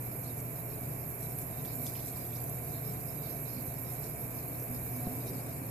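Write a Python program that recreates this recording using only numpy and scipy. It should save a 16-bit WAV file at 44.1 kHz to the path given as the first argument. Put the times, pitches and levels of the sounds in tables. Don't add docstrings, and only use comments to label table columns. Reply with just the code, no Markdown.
import sys
import numpy as np
from scipy import signal
from scipy.fft import rfft, irfft
from scipy.io import wavfile

SR = 44100
rng = np.random.default_rng(int(sys.argv[2]) if len(sys.argv) > 2 else 0)


def wav_out(sig):
    wavfile.write(sys.argv[1], SR, np.round(np.clip(np.atleast_2d(sig).T, -1, 1) * 32767).astype(np.int16))


N = 251370
TIME = np.arange(N) / SR
FREQ = np.maximum(np.arange(N // 2 + 1) * SR / N, 1)

# start_s, slap_relative_db, centre_hz, width_octaves, t60_s, pocket_relative_db
LAPS = [(1.229, -35, 9500, 0.5, .007, -65), (1.3875, -24.5, 11800, 0.18, 0.007, -63),
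        (1.650, -44, 3750, 0.12, 0.008, -51), (1.866, -35, 5600, 0.4, 0.007, -46),
        (1.953, -47, 2730, 0.25, 0.025, -57)]


def valve_hiss():
    # frequency_hz, relative_db
    spectrum = [(2900, -73), (4200, -59), (5900, -47), (6950, -1), (7900, -12), (8700, 0.5), (9400, -5.5),
                (10800, 5), (11250, 2), (12300, 13), (13200, 1), (14400, -3)]
    # frequency_hz, left_minus_right_db
    shade = [(4000, -17), (6200, -29), (7000, -1), (7700, 15.5), (9000, -2.5), (10700, -5), (11300, -10),
             (11700, -9), (12100, -4.5), (12500, -14.5), (13000, -3), (14000, -10)]
    # time_s, level_db, balance_db (only its swing about the mean counts)
    tap = [(0.15, -44, -5.5), (1.96, -42.5, -3.5), (3.4, -43, -4.5), (4.5, -43, -4.5), (5.0, -42, -5),
           (5.35, -43.5, -2.5), (5.65, -43.5, -1)]
    # peak_s, db_against_steady_hiss, length_s
    splutters = [(1.402, -2, 0.036), (1.745, 2.5, 0.04), (1.845, 0, 0.07), (2.9, -7, .06),
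                 (3.41, -7, 0.035), (3.92, -1, 0.058)]
    hiss = colour(stereo_noise(unshared=.98), spectrum)
    hiss = np.array([colour(mic, [(hz, sign * db / 2) for hz, db in shade])
                     for mic, sign in zip(hiss, (1, -1))])
    hiss = level(flutter(hiss, rate_hz=23), 0) * undb(curve(tap))
    balance_db = curve(tap, column=2)
    return hiss * pan(balance_db - np.mean(balance_db)) * surges(splutters, 0)


def valve():
    # pitch_hz, width_hz, relative_db
    high_modes = [(12190, 30, -11), (12268, 35, -7), (12385, 45, -2), (12470, 40, -7), (12531, 36, 0),
                  (12620, 40, -12)]
    # pitch_hz, width_hz, relative_db
    low_modes = [(11476, 45, -6), (11716, 50, 0)]
    # time_s, level_db, left_minus_right_db
    beam = [(0.15, -50, -3), (1.8, -49.5, -10), (2.7, -49.5, -7), (3.3, -51.5, -18.5), (4.15, -50, -7),
            (4.5, -46, 0), (5.05, -48.5, 0), (5.35, -54, 9), (5.7, -59, 4)]
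    hiss = valve_hiss()
    eddies = stereo_noise(unshared=.68)
    high = level(resonate(eddies, high_modes), 0) * undb(curve(beam) + .55 * wander(23))
    high *= pan(curve(beam, column=2))
    low = level(resonate(eddies, low_modes), -68) * undb(11 * phone_shift()) * pan(4.6)
    flicker_db = .58 * wander(23) + .49 * wander(200)
    left, right = (hiss + high + low) * undb(flicker_db)
    return np.array([left, np.roll(right, 1)])


def flutter(x, rate_hz, depth_db=1.1):
    spectrum, centres_hz = rfft(x), np.linspace(6000, 15000, 6)
    bands = [irfft(spectrum * np.interp(FREQ, centres_hz, pick), N) for pick in np.eye(len(centres_hz))]
    return sum(band * undb(depth_db * wander(rate_hz)) for band in bands)


def cat():
    # start_s, relative_db, centre_hz, width_octaves, t60_s
    drops = [(1.237, -38, 10000, .5, .012), (1.657, -53, 5700, .12, .04), (1.81, -39, 13800, 0.11, .03),
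             (1.8745, -39, 7200, .3, .01), (1.991, -54, 3300, .3, .03), (2.17, -41, 9000, .3, .012),
             (2.179, -39, 10500, 0.47, .012), (2.306, -55, 3800, .35, .02), (2.359, -49, 4500, .22, .025),
             (2.369, -45, 7500, .4, .015), (2.4412, -33, 10800, .13, .012),
             (2.4962, -32.5, 9950, 0.26, 0.011), (3.4441, -40, 9500, 0.37, .015),
             (4.599, -44, 7500, 0.33, .02), (4.622, -55, 5440, 0.2, .05), (4.68, -40, 10000, .35, .012),
             (5.463, -44, 9200, 0.23, 0.051)]
    slaps = [lap[:-1] for lap in LAPS]
    smacks = [(s + .008, db - 12, hz, octaves, t60 * 4) for s, db, hz, octaves, t60 in slaps]
    lapping = bursts(slaps) + air_pocket() + bursts(smacks) + bursts(drops)
    return room(lapping, t60_s=.15, wet_db=-5) * undb(4) * pan(-1)


def air_pocket():
    # pitch_hz, relative_db, t60_s
    modes = [(3460, 10, 0.029), (3920, 1, 0.022), (4960, 7, 0.031)]
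    out, t = np.zeros(N), TIME[:SR // 4]
    for start_s, *_, ring_db in LAPS:
        detunes = 1 + .012 * rng.standard_normal(len(modes))
        ring = sum(undb(db - 60 * t / t60) * np.sin(2 * np.pi * hz * detune * t)
                   for (hz, db, t60), detune in zip(modes, detunes))
        start = int(start_s * SR)
        out[start:start + len(t)] += undb(ring_db) * ring / np.max(np.abs(ring))
    return out


def stream():
    # peak_s, level_db, length_s
    splats = [(1.23, -67, 0.12), (1.69, -61, 0.13), (1.9, -58, 0.2), (2.05, -63.5, 0.51),
              (2.36, -60, 0.061), (2.92, -65, 0.22), (3.3, -61.5, 0.2), (3.5, -58.5, 0.11),
              (3.59, -64, 0.1), (4.05, -60, 0.099), (4.4, -64, .08), (4.78, -64, .1), (5.36, -63.5, 0.78)]
    # peak_s, level_db, length_s
    spurts = [(.25, -48, 0.054), (.39, -52.5, 0.064), (1.415, -52, 0.07), (1.88, -46, 0.077),
              (1.97, -54, .1), (2.08, -48.5, 0.07), (2.34, -62, 0.072), (2.67, -52, 0.1),
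              (2.93, -55, 0.054), (3.4, -56, .08), (3.95, -52, 0.076), (4.06, -51, 0.082),
              (4.2, -66, 0.033), (4.8, -64, .05), (5.28, -56, 0.51)]
    wobble_db = 2.1
    drops = np.array([bubbles(count=6000, samples=256, centre_hz=5000, octaves=.9, cycles=10.2, glide=.008)
                      for _ in range(2)])
    patter = level(patter_colour(drops), 0) + level(drops, -11)
    patter *= surges(splats, -65.5) * undb(wobble_db * wander(19))
    mist = np.array([impacts(per_second=1400, scatter_db=13) for _ in range(2)])
    spray = level(resonate(mist, [(9900, 11000, 0)], passes=3), 0)
    spray *= surges(spurts, -62) * undb(wobble_db * wander(22))
    return patter * pan(-1.5) + spray * pan(.5)


def patter_colour(x, pitch_drift=.016, waver_db=2.6):
    # pitch_hz, width_hz, relative_db
    bands = [(3820, 360, 1.5), (4300, 146, 0), (4977, 210, 1.5), (5530, 104, 5.5), (6260, 180, 3.5)]
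    out = 0
    for hz, width, db in bands:
        ring = resonate(x, [(hz, width, 0)], passes=2)
        warped_s = TIME + pitch_drift * np.cumsum(wander(12)) / SR
        drifting = np.array([np.interp(warped_s % TIME[-1], TIME, mic) for mic in ring])
        out += drifting * undb(db + waver_db * wander(12))
    return out


def gurgles():
    # peak_s, level_db, length_s, centre_hz
    clusters = [(0.264, -58.5, 0.044, 4200), (2.763, -59, .075, 3960), (3.273, -64, 0.069, 4100),
                (3.5, -62, 0.044, 5020), (3.572, -58, 0.093, 4490), (4.043, -63.5, 0.056, 4460)]
    out = 0
    for peak_s, db, length_s, hz in clusters:
        cluster = np.array([bubbles(count=1400, samples=700, centre_hz=hz, octaves=.3, cycles=26, glide=.0005)
                            for _ in range(2)])
        out += level(cluster, 0) * surges([(peak_s, db, length_s)])
    return out * pan(.66)


def crackle():
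    # peak_s, level_db, length_s
    flurries = [(1.89, -61.5, 0.085), (1.99, -61.5, 0.086), (2.13, -69, 0.26), (2.35, -66, 0.17)]
    pops = bubbles(count=2000, samples=256, centre_hz=4500, octaves=1, cycles=9, glide=.003, scatter_db=2)
    return level(room(pops, t60_s=.06, wet_db=0), 0) * surges(flurries)


def bumps():
    # start_s, level_db, pitch_hz, t60_s
    knocks = [(4.707, -29, 132, 0.067), (5.069, -22.5, 190, 0.035), (5.077, -23.5, 138, 0.024)]
    # start_s, level_db, centre_hz, width_octaves, t60_s
    clacks = [(5.069, -31.5, 620, 0.38, 0.033)]
    out = bursts(clacks)
    for start_s, db, hz, t60 in knocks:
        t = np.maximum(TIME - start_s, 0)
        out -= undb(db - 60 * t / t60) * np.sin(2 * np.pi * hz * t)
    return out


def rustle():
    # centre_hz, width_hz, relative_db
    body = [(393, 220, 0)]
    peak_s, level_db, length_s = 5.315, -47.5, .26
    rub = level(resonate(rng.standard_normal(N), body, passes=2), 0)
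    return rub * surges([(peak_s, level_db, length_s)])


def fan():
    # frequency_hz, relative_db
    air_spectrum = [(15, -22), (30, -16), (52, -14), (80, -4), (105, -9.5), (140, 1), (200, -12.5),
                    (300, -11), (430, -12.5), (560, -15), (700, -14.5), (790, -20.5), (1000, -23),
                    (1300, -28.5), (2000, -29), (2500, -27), (3050, -46.5), (4000, -114)]
    # pitch_hz, width_hz, relative_db
    duct_modes = [(101.5, 1.4, -8), (139.5, 1.8, -4), (145.8, 3.1, 1), (178.4, 3.2, -4.5), (429.6, 3, -8),
                  (722, 5.8, -11), (1023, 9.6, -23)]
    # peak_s, db_against_steady_ring, length_s
    booms = [(1.42, -6, 0.081), (2.19, 4.5, .12), (2.88, 3, 0.13), (3.92, -2, 0.19)]
    # pitch_hz, level_db, left_minus_right_db
    tones = [(60, -61.5, 0), (120, -45.2, 0.8), (296.2, -60.5, -7), (666.5, -62, -10)]
    air = level(colour(rng.standard_normal((2, N)), air_spectrum), -44.94)
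    duct = level(resonate(rng.standard_normal((2, N)), duct_modes), -50.2)
    duct *= surges(booms, 0) * undb(1.5 * wander(3.3))
    mid, side = (air + duct) * undb(.83 * phone_shift())
    hum = 0
    for hz, db, balance_db in tones:
        phase = 2 * np.pi * hz * TIME + hz / 900 * wander(.61)
        waver_db = 1.33 * (wander(6) + wander(28))
        hum += level(np.sin(phase) * undb(waver_db), db) * pan(balance_db)
    return bass_phase_lead(spread(mid, side) * pan(-.53) + hum)


def spread(mid, side):
    # frequency_hz, side_minus_mid_db
    width = [(60, -8.5), (110, -16.5), (200, -11), (380, -7.5), (700, -2.5), (1290, 2.5), (2380, -0.5),
             (4400, 4)]
    return mid + colour(side, width) * np.array([[1], [-1]])


def bass_phase_lead(stereo):
    # frequency_hz, lead_radians
    lead = [(30, 0.72), (60, 0.66), (120, 0.032), (300, 0.16), (700, 0.13)]
    hz, radians = np.transpose(lead)
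    turn = np.interp(np.log(FREQ), np.log(hz), radians) * np.array([[.5], [-.5]])
    return irfft(rfft(stereo) * np.exp(1j * turn), N)


def drone():
    # peak_s, level_db, length_s
    swells = [(1.8, -47, 0.12), (3.59, -48.5, 0.13), (4.72, -40.5, 0.066), (5.09, -46, 0.31),
              (5.34, -41.5, 0.1), (5.61, -42.5, 0.076)]
    ring = level(resonate(rng.standard_normal(N), [(248.8, 29.3, 0)], passes=2), 0)
    return ring * surges(swells, -58 + 5 * phone_shift()) * pan(-5.5)


def pipe():
    # pitch_hz, width_hz, relative_db
    modes = [(2289, 20, 0), (2355, 20, -9), (2444, 20, -11)]
    return level(resonate(stereo_noise(unshared=.17), modes), -66) * undb(3 * phone_shift())


def phone_shift(middle_s=4.3, length_s=1.6):
    return .5 + .5 * np.tanh(2 * (TIME - middle_s) / length_s)


def room(x, t60_s, wet_db):
    t = TIME[:SR // 2]
    tail = rng.standard_normal((2, len(t))) * undb(-60 * t / t60_s)
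    tail *= undb(wet_db) / np.sqrt(np.sum(tail ** 2) / 2)
    return x + signal.fftconvolve(np.atleast_2d(x), tail, axes=1)[:, :N]


def bubbles(count, samples, centre_hz, octaves, cycles, glide, scatter_db=1.5):
    when, pitch, strength = rng.random((count, 3)).T[:, :, None]
    turns = centre_hz * 2 ** (octaves * (pitch - .5)) * TIME[:samples]
    strength_db = np.minimum(-scatter_db * np.log(strength), 18)
    rings = undb(strength_db) * np.sin(2 * np.pi * turns * (1 + glide * turns)) * np.exp(-turns / cycles)
    positions = (when * N).astype(int) + np.arange(samples)
    return np.bincount(positions.ravel(), rings.ravel(), N)[:N]


def impacts(per_second, scatter_db):
    strength_db = np.minimum(scatter_db * rng.exponential(size=N), 18)
    hits = rng.random(N) < per_second / SR
    return hits * rng.choice([-1, 1], N) * undb(strength_db)


def bursts(events):
    out, t = np.zeros(N + SR), TIME[:SR // 2]
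    hz = np.maximum(np.arange(len(t) // 2 + 1) * SR / len(t), 1)
    for start_s, db, centre_hz, octaves, t60 in events:
        band = np.exp(-.5 * (np.log2(hz / centre_hz) / octaves) ** 2)
        noise = irfft(rfft(rng.standard_normal(len(t))) * band, len(t))
        envelope = undb(-60 * t / t60) * (1 - np.exp(-2 * centre_hz * t))
        start = int(start_s * SR)
        out[start:start + len(t)] += level(noise * envelope, db) * np.sqrt(np.mean(envelope ** 2)) / 2
    return out[:N]


def surges(events, steady_db=-np.inf, rise_share=.48):
    power = undb(steady_db) ** 2
    for peak_s, db, length_s in events:
        width_s = length_s * np.where(TIME < peak_s, rise_share, 1 - rise_share)
        power = power + undb(db) ** 2 * np.exp(-2 * ((TIME - peak_s) / width_s) ** 2)
    return np.sqrt(power)


def resonate(x, modes, passes=1):
    response = sum(undb(db) / (1 + 1j * (FREQ ** 2 - hz ** 2) / (FREQ * width)) for hz, width, db in modes)
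    return irfft(rfft(x) * response ** passes, N)


def colour(x, points):
    hz, db = np.transpose(points)
    return irfft(rfft(x) * undb(np.interp(np.log(FREQ), np.log(hz), db)), N)


def stereo_noise(unshared):
    return rng.standard_normal(N) + unshared * rng.standard_normal((2, N))


def wander(rate_hz):
    return level(irfft(rfft(rng.standard_normal(N)) * np.exp(-(FREQ / rate_hz) ** 2), N), 0)


def curve(table, column=1):
    rows = np.array(table)
    return np.interp(TIME, rows[:, 0], rows[:, column])


def pan(db):
    return undb(np.array([db, -db]) / 2).reshape(2, -1)


def level(x, db):
    return x * undb(db) / np.sqrt(np.mean(x ** 2))


def undb(db):
    return 10 ** (np.asarray(db) / 20)


def scene():
    background = fan() + drone()
    water = valve() + pipe() + stream() + gurgles() + crackle()
    return background + water + cat() + bumps() + rustle()


def record(dry):
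    cutoff_hz = 14480
    return signal.sosfilt(signal.ellip(10, .2, 70, cutoff_hz, fs=SR, output="sos"), dry)


dry = scene()
out = record(dry)
wav_out(out)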